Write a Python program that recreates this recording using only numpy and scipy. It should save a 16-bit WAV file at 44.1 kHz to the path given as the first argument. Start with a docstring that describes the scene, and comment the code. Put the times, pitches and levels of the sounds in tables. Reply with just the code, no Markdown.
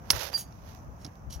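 """A steel tool works a hoof in a yard: struck damped modes give the chattering snap and later ticks,
a gliding tone with overtones the hinge squeak, grit noise through resonances the slides of steel.
Close to the right port, dense grains rustle and crackle and a thin hiss flickers; damped sines thump softly.
Resonant low noise buffets the left port as wind; shaped stereo noise is the dull outdoor rumble."""
import sys
import numpy as np
from scipy import signal
from scipy.fft import rfft, irfft
from scipy.io import wavfile
from scipy.ndimage import uniform_filter1d

SR = 44100
rng = np.random.default_rng(int(sys.argv[2]) if len(sys.argv) > 2 else 0)


def materialize(psi):
    """Save the field psi as 16-bit PCM at rate SR to the path in sys.argv[1].

    A 1-D psi becomes a single channel; in a 2-D psi each row is a channel.
    """
    bounded = np.clip(np.atleast_2d(psi).T, -1, 1)
    quanta = np.round(bounded * 32767).astype(np.int16)
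    wavfile.write(sys.argv[1], SR, quanta)


N = 61739

# yard noise spectrum: f/Hz, relative level/dB
YARD_SPECTRUM = [(20, -34), (30, -10.5), (59, 1), (157, -3), (400, -20), (700, -17), (1120, -22),
                 (2700, -46.5), (3600, -52), (4800, -51), (6300, -45.5), (8300, -59), (12000, -50.5),
                 (15800, -48.5)]
# yard left-right likeness: f/Hz, correlation
YARD_CORRELATION = [(60, 0.56), (130, 1), (290, 0.75), (640, .25), (1400, -0.39), (3100, -0.107),
                    (6800, .02)]
# wind gusts: t/s, length/s, level/dB at left port
WIND_GUSTS = [(0.13, 0.063, -39), (0.621, 0.058, -44.5), (0.847, 0.11, -40), (1.193, 0.16, -42.5)]
# right port hiss spectrum: f/Hz, relative level/dB
PORT_HISS_SPECTRUM = [(1000, -26), (2500, 5), (3800, -19), (6000, 8.5), (7000, -5), (8400, -21.5),
                      (12200, -4.5), (15800, -15.5)]
# right port hiss course: t/s, level/dB
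PORT_HISS_LEVEL = [(0, -63.5), (.55, -64.5), (.78, -61), (.9, -67), (1.25, -67.5), (1.4, -69.5)]
# thumps: t/s, f/Hz, t60/s, level/dB (mean of ports), left minus right/dB
THUMP_EVENTS = [(.130, 71.5, 0.096, -28, 21.5), (0.132, 256, 0.015, -29, 4), (0.165, 113, 0.065, -36, 17),
                (1.268, 55, 0.15, -39.5, 29), (1.355, 68, 0.068, -27.5, 18),
                (1.046, 134, 0.087, -32.5, -4.5), (1.049, 293, 0.099, -41, 3),
                (1.075, 193.5, 0.024, -25, 0.5)]
# rustle course: t/s, level/dB (before port gain), tilt/dB (treble up, bass down)
RUSTLE_COURSE = [(0, -69, -6.5), (0.117, -43.5, 0), (0.132, -33, 0), (0.19, -37, 2), (0.207, -34, 4.5),
                 (0.224, -35, 1.5), (.256, -37.5, 3.5), (.298, -40, 0.5), (.314, -51, -0.5),
                 (0.335, -37, 0.5), (.36, -44.5, 0.5), (.44, -61, -3.5), (0.499, -63.5, -2),
                 (.64, -61.5, 0.5), (0.678, -53, 0), (.76, -62.5, 2.5), (0.851, -73.5, 1), (1.06, -59, -7),
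                 (1.15, -65, -3), (1.28, -77, -10.5), (1.4, -68.5, -11.5)]
# rustle spectrum: f/Hz, relative level/dB
RUSTLE_SPECTRUM = [(180, -32), (300, -1.5), (554, 6.5), (735, 0.5), (911, 4), (1010, -2), (1470, -0.5),
                   (1680, 0), (2270, -6), (6240, -6.5), (8000, -25), (12300, -8.5), (15800, -21.5)]
# single crackles: t/s, level/dB (before port gain), tilt/dB
CRACKLE_EVENTS = [(0.133, -27.5, -6), (0.182, -48, 8), (0.2012, -38, -11), (.251, -31, -1.5),
                  (0.331, -36.5, 2), (.378, -33.5, -5), (0.556, -62, 7), (0.72, -58, 0), (0.73, -56, 0),
                  (0.7489, -41.5, 2), (1.1549, -61, 9)]
# hinge squeak course: t/s, f/Hz, level/dB
SQUEAK_COURSE = [(0.329, 4680, -71), (0.339, 4751, -35.5), (0.348, 4756, -26.5), (.353, 4748, -25.5),
                 (.364, 4746, -27), (.372, 4710, -38.5), (.38, 4730, -42), (.397, 4730, -49),
                 (.405, 4686, -54), (.462, 4720, -63), (.5, 4770, -79), (0.531, 4500, -89.5)]
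# squeak partials 2 and 3: relative level/dB at the loudest point
SQUEAK_OVERTONES_DB = (-23, -31)
# steel slides: start/s, rise/s, hold/s, fall t60/s, level/dB, tilt/dB, favoured ring f/Hz
SLIDE_EVENTS = [(0.112, 0.0089, 0.075, 0.1, -52.5, -3, 5300), (0.346, 0.029, 0.033, 0.11, -42.5, 0.5, 6550),
                (0.964, 0.047, 0.067, .04, -65, -4, 5460), (1.294, 0.011, 0.018, 0.047, -52.5, -4.5, 5720),
                (1.318, 0.0086, 0.018, 0.11, -48, -3.5, 5780)]
# rubbed tool resonances: f/Hz, width/Hz, relative level/dB
RUBBED_MODES = [(2294, 200, -27.5), (3030, 190, -21.5), (4850, 200, -13), (5690, 150, -7),
                (6700, 140, -2.5), (7720, 130, -17.5), (9400, 250, -19), (9800, 170, -1), (11170, 250, -7),
                (13100, 180, -5.5), (14400, 400, -2.5)]
# tool contacts: t/s, level/dB, upper modes/dB, lower modes/dB
CONTACTS = [(0.1022, -21.5, 0, -6), (0.1034, -6.5, -8.5, 1), (0.1044, -9.5, -6, 2.5),
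            (0.1059, -33, -2.5, 0), (0.1089, -34.5, 15.5, 5), (0.1110, -33, 16, 16), (0.1138, -47, 8, 6.5),
            (0.1158, -37, 14, 6), (0.1202, -33, 3.5, 2), (0.524, -56.5, -19, 16), (1.0473, -35, -12, -3),
            (1.0506, -40.5, -23, 1.5), (1.0515, -38, -17, -6), (1.064, -41, -17, -13)]
# struck tool and hoof modes: f/Hz, relative level/dB, t60/s (3 ms at least)
STRUCK_MODES = [(287, -13, 0.011), (711, -12.5, 0.0079), (1200, -13, 0.0045), (2230, -16.5, .02),
                (2705, -18.5, 0.016), (3830, -7, 0.0069), (4690, -5, 0.0055), (5320, 3.5, 0.0045),
                (6450, -6, 0.0072), (7270, -16, 0.012), (9970, -9.5, 0.036), (10475, 3, 0.009),
                (11880, -11, 0.02), (15300, -9, .012)]
# tool balance: f/Hz, left minus right/dB
TOOL_BALANCE = [(200, 0), (1000, -1.5), (2400, 5), (3500, -1.5), (5000, -9.5), (8000, -1), (11000, -3.5),
                (15000, -5)]

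YARD_DB, YARD_FLICKER_DB = -48, 1.0
GUST_HZ, GUST_WIDTH_HZ, GUST_RIGHT_DB = 60, 83, -11.5
PORT_FLICKER_DB = 1.5
RUSTLE_LEFT_DB, RUSTLE_RIGHT_DB = -26.5, 2
RUSTLE_GRAINS_PER_S, RUSTLE_FLUTTER_DB, RUSTLE_FLUTTER_PER_S = 3100, 1.5, 300
GRAIN_SCATTER_DB, GRAIN_MAX_SCATTERS = 3, 1.9
CRACKLE_DECAY_S = 0.001  # 1/e, sudden start, then decay
SQUEAK_FLUTTER_DB = 1.8  # at 15 dB below the loudest point
GRIT_DB, GRIT_GRAINS_PER_S, RUBBED_FLUTTER_DB = -4, 2400, 3.5
RING_DB, RING_WIDTH_HZ, RING_FLUTTER_DB = 0, 65, 3
UPPER_HZ, LOWER_HZ = 8300, 3160  # bounds of upper and lower modes
CONTACT_RISE_S, MODE_JITTER_RATIO, MODE_JITTER_DB = 0.0007, 0.015, 1
CRACK_DB, CRACK_DECAY_S, RATTLE_DB, RATTLE_DECAY_S = 3.5, 0.0011, -24, 0.009
TOOL_LEFT_LAG_S, SQUEAK_LEFT_LAG_S = 25e-6, 8e-6
TOOL_SPREAD_DB, SPREAD_DECAY_S = -7, 0.001
LOW_CUT_HZ, TOP_HZ = 40, 15850


def undb(db):
    """Decibels to gain."""
    return 10 ** (np.asarray(db, float) / 20)


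def unit(x):
    """Scale to rms 1."""
    return x / np.sqrt(np.mean(x ** 2))


def over_hz(table, size=N):
    """Read a (f/Hz, value) table at each FFT bin, on a log frequency axis."""
    tab = np.array(table, float)
    return np.interp(np.log(np.fft.rfftfreq(size, 1 / SR) + 1), np.log(tab[:, 0]), tab[:, 1])


def colour(x, table):
    """Filter by a (f/Hz, level/dB) table."""
    return irfft(rfft(x) * undb(over_hz(table)), N)


def walk(rate_per_s):
    """Random levels held for 1 / rate, smoothed twice over that time."""
    k = int(SR / rate_per_s)
    steps = np.repeat(rng.standard_normal(N // k + 1), k)
    return 1.3 * uniform_filter1d(uniform_filter1d(steps, k), k)[:N]


def grains(per_s, scatter_db):
    """Dense clicks of uneven, bounded size over a bed of noise, rms 1."""
    pick = rng.random(N) < per_s / SR
    size = rng.exponential(size=N).clip(0, GRAIN_MAX_SCATTERS)
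    noise = rng.standard_normal(N)
    return unit(noise * (0.5 + pick * undb(scatter_db * size)))


def split(x, hz):
    """Low part and the remainder."""
    low = signal.sosfilt(signal.butter(2, hz, fs=SR, output="sos"), x)
    return low, x - low


def tilted(low, high, tilt_db):
    """Lower the dull part and raise the bright part by the tilt."""
    return low * undb(-tilt_db) + high * undb(tilt_db)


def reson(x, hz, width_hz):
    """One resonance, rms 1."""
    b, a = signal.iirpeak(hz, hz / width_hz, fs=SR)
    return unit(signal.lfilter(b, a, x))


def yard():
    """Dull rumble and hiss: mid and side noise set the left-right correlation; the level flickers a little."""
    c = over_hz(YARD_CORRELATION).clip(-0.6, 0.99)
    mid, side = (rfft(rng.standard_normal(N)) * undb(over_hz(YARD_SPECTRUM)) for _ in range(2))
    mid = irfft(mid, N)
    side = irfft(side * np.sqrt((1 - c) / (1 + c)), N)
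    gain = undb(YARD_DB + YARD_FLICKER_DB * walk(7.57)) / np.sqrt(np.mean(mid ** 2))
    return gain * np.array([mid + side, mid - side])


def wind(t):
    """Low buffets, noise twice through one resonance in half-sine gusts, weaker on the right."""
    env = sum(undb(db) * np.sin(np.pi * np.clip((t - s) / d, 0, 1)) for s, d, db in WIND_GUSTS)
    b, a = signal.iirpeak(GUST_HZ, GUST_HZ / GUST_WIDTH_HZ, fs=SR)
    noise = signal.lfilter(b, a, rng.standard_normal(N))
    puff = unit(signal.lfilter(b, a, noise)) * env
    return np.array([puff, undb(GUST_RIGHT_DB) * puff])


def port_hiss(t):
    """Thin, flickering grain hiss in the resonances of the right port only."""
    hiss = unit(colour(grains(RUSTLE_GRAINS_PER_S, GRAIN_SCATTER_DB), PORT_HISS_SPECTRUM))
    level_db = np.interp(t, *np.array(PORT_HISS_LEVEL).T)
    return np.array([[0], [1]]) * hiss * undb(level_db + PORT_FLICKER_DB * walk(20))


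def thumps(t):
    """Soft low knocks, each a damped swing that starts downward."""
    out = 0
    for s, hz, t60, db, lr_db in THUMP_EVENTS:
        u = np.clip(t - s, 0, None)
        port_gain = undb(db + np.array([[lr_db], [-lr_db]]) / 2)
        env = (1 - np.exp(-u * hz / 0.43)) * undb(-60 * u / t60)
        out = out - port_gain * np.sin(2 * np.pi * hz * u) * env
    return out


def rustle(t):
    """Fine grain rub and crackles at the right port; a faint, independently drawn part at the left."""
    times, levels_db, tilts_db = np.array(RUSTLE_COURSE).T
    pair = []
    for port_db in (RUSTLE_LEFT_DB, RUSTLE_RIGHT_DB):
        noise = unit(colour(grains(RUSTLE_GRAINS_PER_S, GRAIN_SCATTER_DB), RUSTLE_SPECTRUM))
        low, high = split(noise, 2600.0)
        flutter_db = RUSTLE_FLUTTER_DB * walk(RUSTLE_FLUTTER_PER_S)
        rub = tilted(low, high, np.interp(t, times, tilts_db))
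        rub = rub * undb(np.interp(t, times, levels_db) + flutter_db)
        pops = 0
        for s, db, tilt_db in CRACKLE_EVENTS:
            env = (t >= s) * np.exp(-np.abs(t - s) / CRACKLE_DECAY_S)
            pops = pops + undb(db) * env * tilted(low, high, tilt_db)
        pair.append(undb(port_db) * (rub + pops))
    return np.array(pair)


def squeak(t):
    """Stick-slip hinge tone with two overtones; level flutter grows as the tone weakens."""
    times, hz, levels_db = np.array(SQUEAK_COURSE).T
    phase = 2 * np.pi * np.cumsum(np.interp(t, times, hz)) / SR
    db = np.interp(t, times, levels_db, left=-120, right=-120)
    flutter_db = SQUEAK_FLUTTER_DB * walk(150) * np.clip((db.max() - db) / 15, 0, 2)
    gain = undb(db + flutter_db) * np.sqrt(2)
    overtone_gain = np.sqrt(gain / gain.max())  # overtones fade faster than the tone
    second, third = undb(SQUEAK_OVERTONES_DB)
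    overtones = second * np.sin(2 * phase) + third * np.sin(3 * phase)
    return gain * (np.sin(phase) + overtone_gain * overtones)


def slides(t):
    """Gritty friction drives the tool resonances; each slide favours one ring."""
    grit = grains(GRIT_GRAINS_PER_S, GRAIN_SCATTER_DB)
    rung = sum(undb(db + RUBBED_FLUTTER_DB * walk(70)) * reson(grit, f, w) for f, w, db in RUBBED_MODES)
    broad_spectrum = [(1500, -24.5), (3000, 1.5), (6500, 2.5), (8500, -2), (11000, 9.5), (15000, -1)]
    broad = unit(colour(grit, broad_spectrum))
    low, high = split(unit(rung) + undb(GRIT_DB) * broad, 7600.0)
    out = 0
    for s, rise, hold, fall, db, tilt_db, hz in SLIDE_EVENTS:
        decay = undb(-60 * np.clip(t - s - rise - hold, 0, None) / fall)
        env = np.clip((t - s) / rise, 0, 1) ** 2 * decay
        ring = undb(RING_DB + RING_FLUTTER_DB * walk(110)) * reson(grit, hz, RING_WIDTH_HZ)
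        out = out + undb(db) * env * (tilted(low, high, tilt_db) + 0.5 * ring)
    return out


def hits():
    """Each contact rings the damped modes with its own weights, with a noise crack and short rattle."""
    out, t = np.zeros(N), np.arange(4000) / SR
    chance = rng.standard_normal((len(CONTACTS), 2 * len(STRUCK_MODES)))
    spectrum = [(100, -50)] + [(f, db) for f, db, _ in STRUCK_MODES]
    low, high = split(unit(colour(rng.standard_normal(N), spectrum)), LOWER_HZ)
    mid, top = split(high, UPPER_HZ)
    crack_env = undb(CRACK_DB) * np.exp(-t / CRACK_DECAY_S)
    rattle_env = undb(RATTLE_DB) * np.exp(-t / RATTLE_DECAY_S)
    for (s, db, upper_db, lower_db), c in zip(CONTACTS, chance):
        ring = 0
        for k, (f, mode_db, t60) in enumerate(STRUCK_MODES):
            band_db = upper_db * (f > UPPER_HZ) + lower_db * (f < LOWER_HZ)
            gain = (-1) ** k * undb(mode_db + band_db + MODE_JITTER_DB * c[2 * k])
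            hz = f * (1 + MODE_JITTER_RATIO * c[2 * k + 1])
            ring = ring + gain * undb(-60 * t / max(t60, 0.003)) * np.sin(2 * np.pi * hz * t)
        i = int(s * SR)
        noise = (mid + undb(lower_db) * low + undb(upper_db) * top)[i:i + len(t)]
        noise = noise * (crack_env + rattle_env)
        out[i:i + len(t)] += undb(db) * (1 - np.exp(-t / CONTACT_RISE_S)) * (ring + noise)
    return out


def place(x, left_lag_s):
    """Tool sound reaches the two ports with its own level per band and a small lag at the left."""
    lr_db, spec = over_hz(TOOL_BALANCE), rfft(x)
    lag = np.exp(-2j * np.pi * np.fft.rfftfreq(N, 1 / SR) * left_lag_s)
    return np.array([irfft(spec * undb(lr_db / 2) * lag, N), irfft(spec * undb(-lr_db / 2), N)])


def scatter(pair):
    """Short diffuse stereo spread: a different decaying noise tail at each port."""
    t = np.arange(1500) / SR
    tails = rng.standard_normal((2, len(t))) * np.exp(-t / SPREAD_DECAY_S)
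    tails /= np.sqrt((tails ** 2).sum(axis=1, keepdims=True))
    return pair + undb(TOOL_SPREAD_DB) * signal.fftconvolve(pair, tails, axes=1)[:, :N]


def scene():
    """Sum all sources at the two ports."""
    t = np.arange(N) / SR
    steel = scatter(place(hits() + slides(t), TOOL_LEFT_LAG_S))
    tool = steel + place(squeak(t), SQUEAK_LEFT_LAG_S)
    return tool + rustle(t) + port_hiss(t) + wind(t) + thumps(t) + yard()


def record(dry):
    """The recorder cuts the deepest bass and, steeply, the top."""
    x = signal.sosfilt(signal.butter(3, LOW_CUT_HZ, "high", fs=SR, output="sos"), dry)
    return signal.sosfilt(signal.ellip(10, 0.2, 70, TOP_HZ, fs=SR, output="sos"), x)


dry = scene()
out = record(dry)
materialize(out)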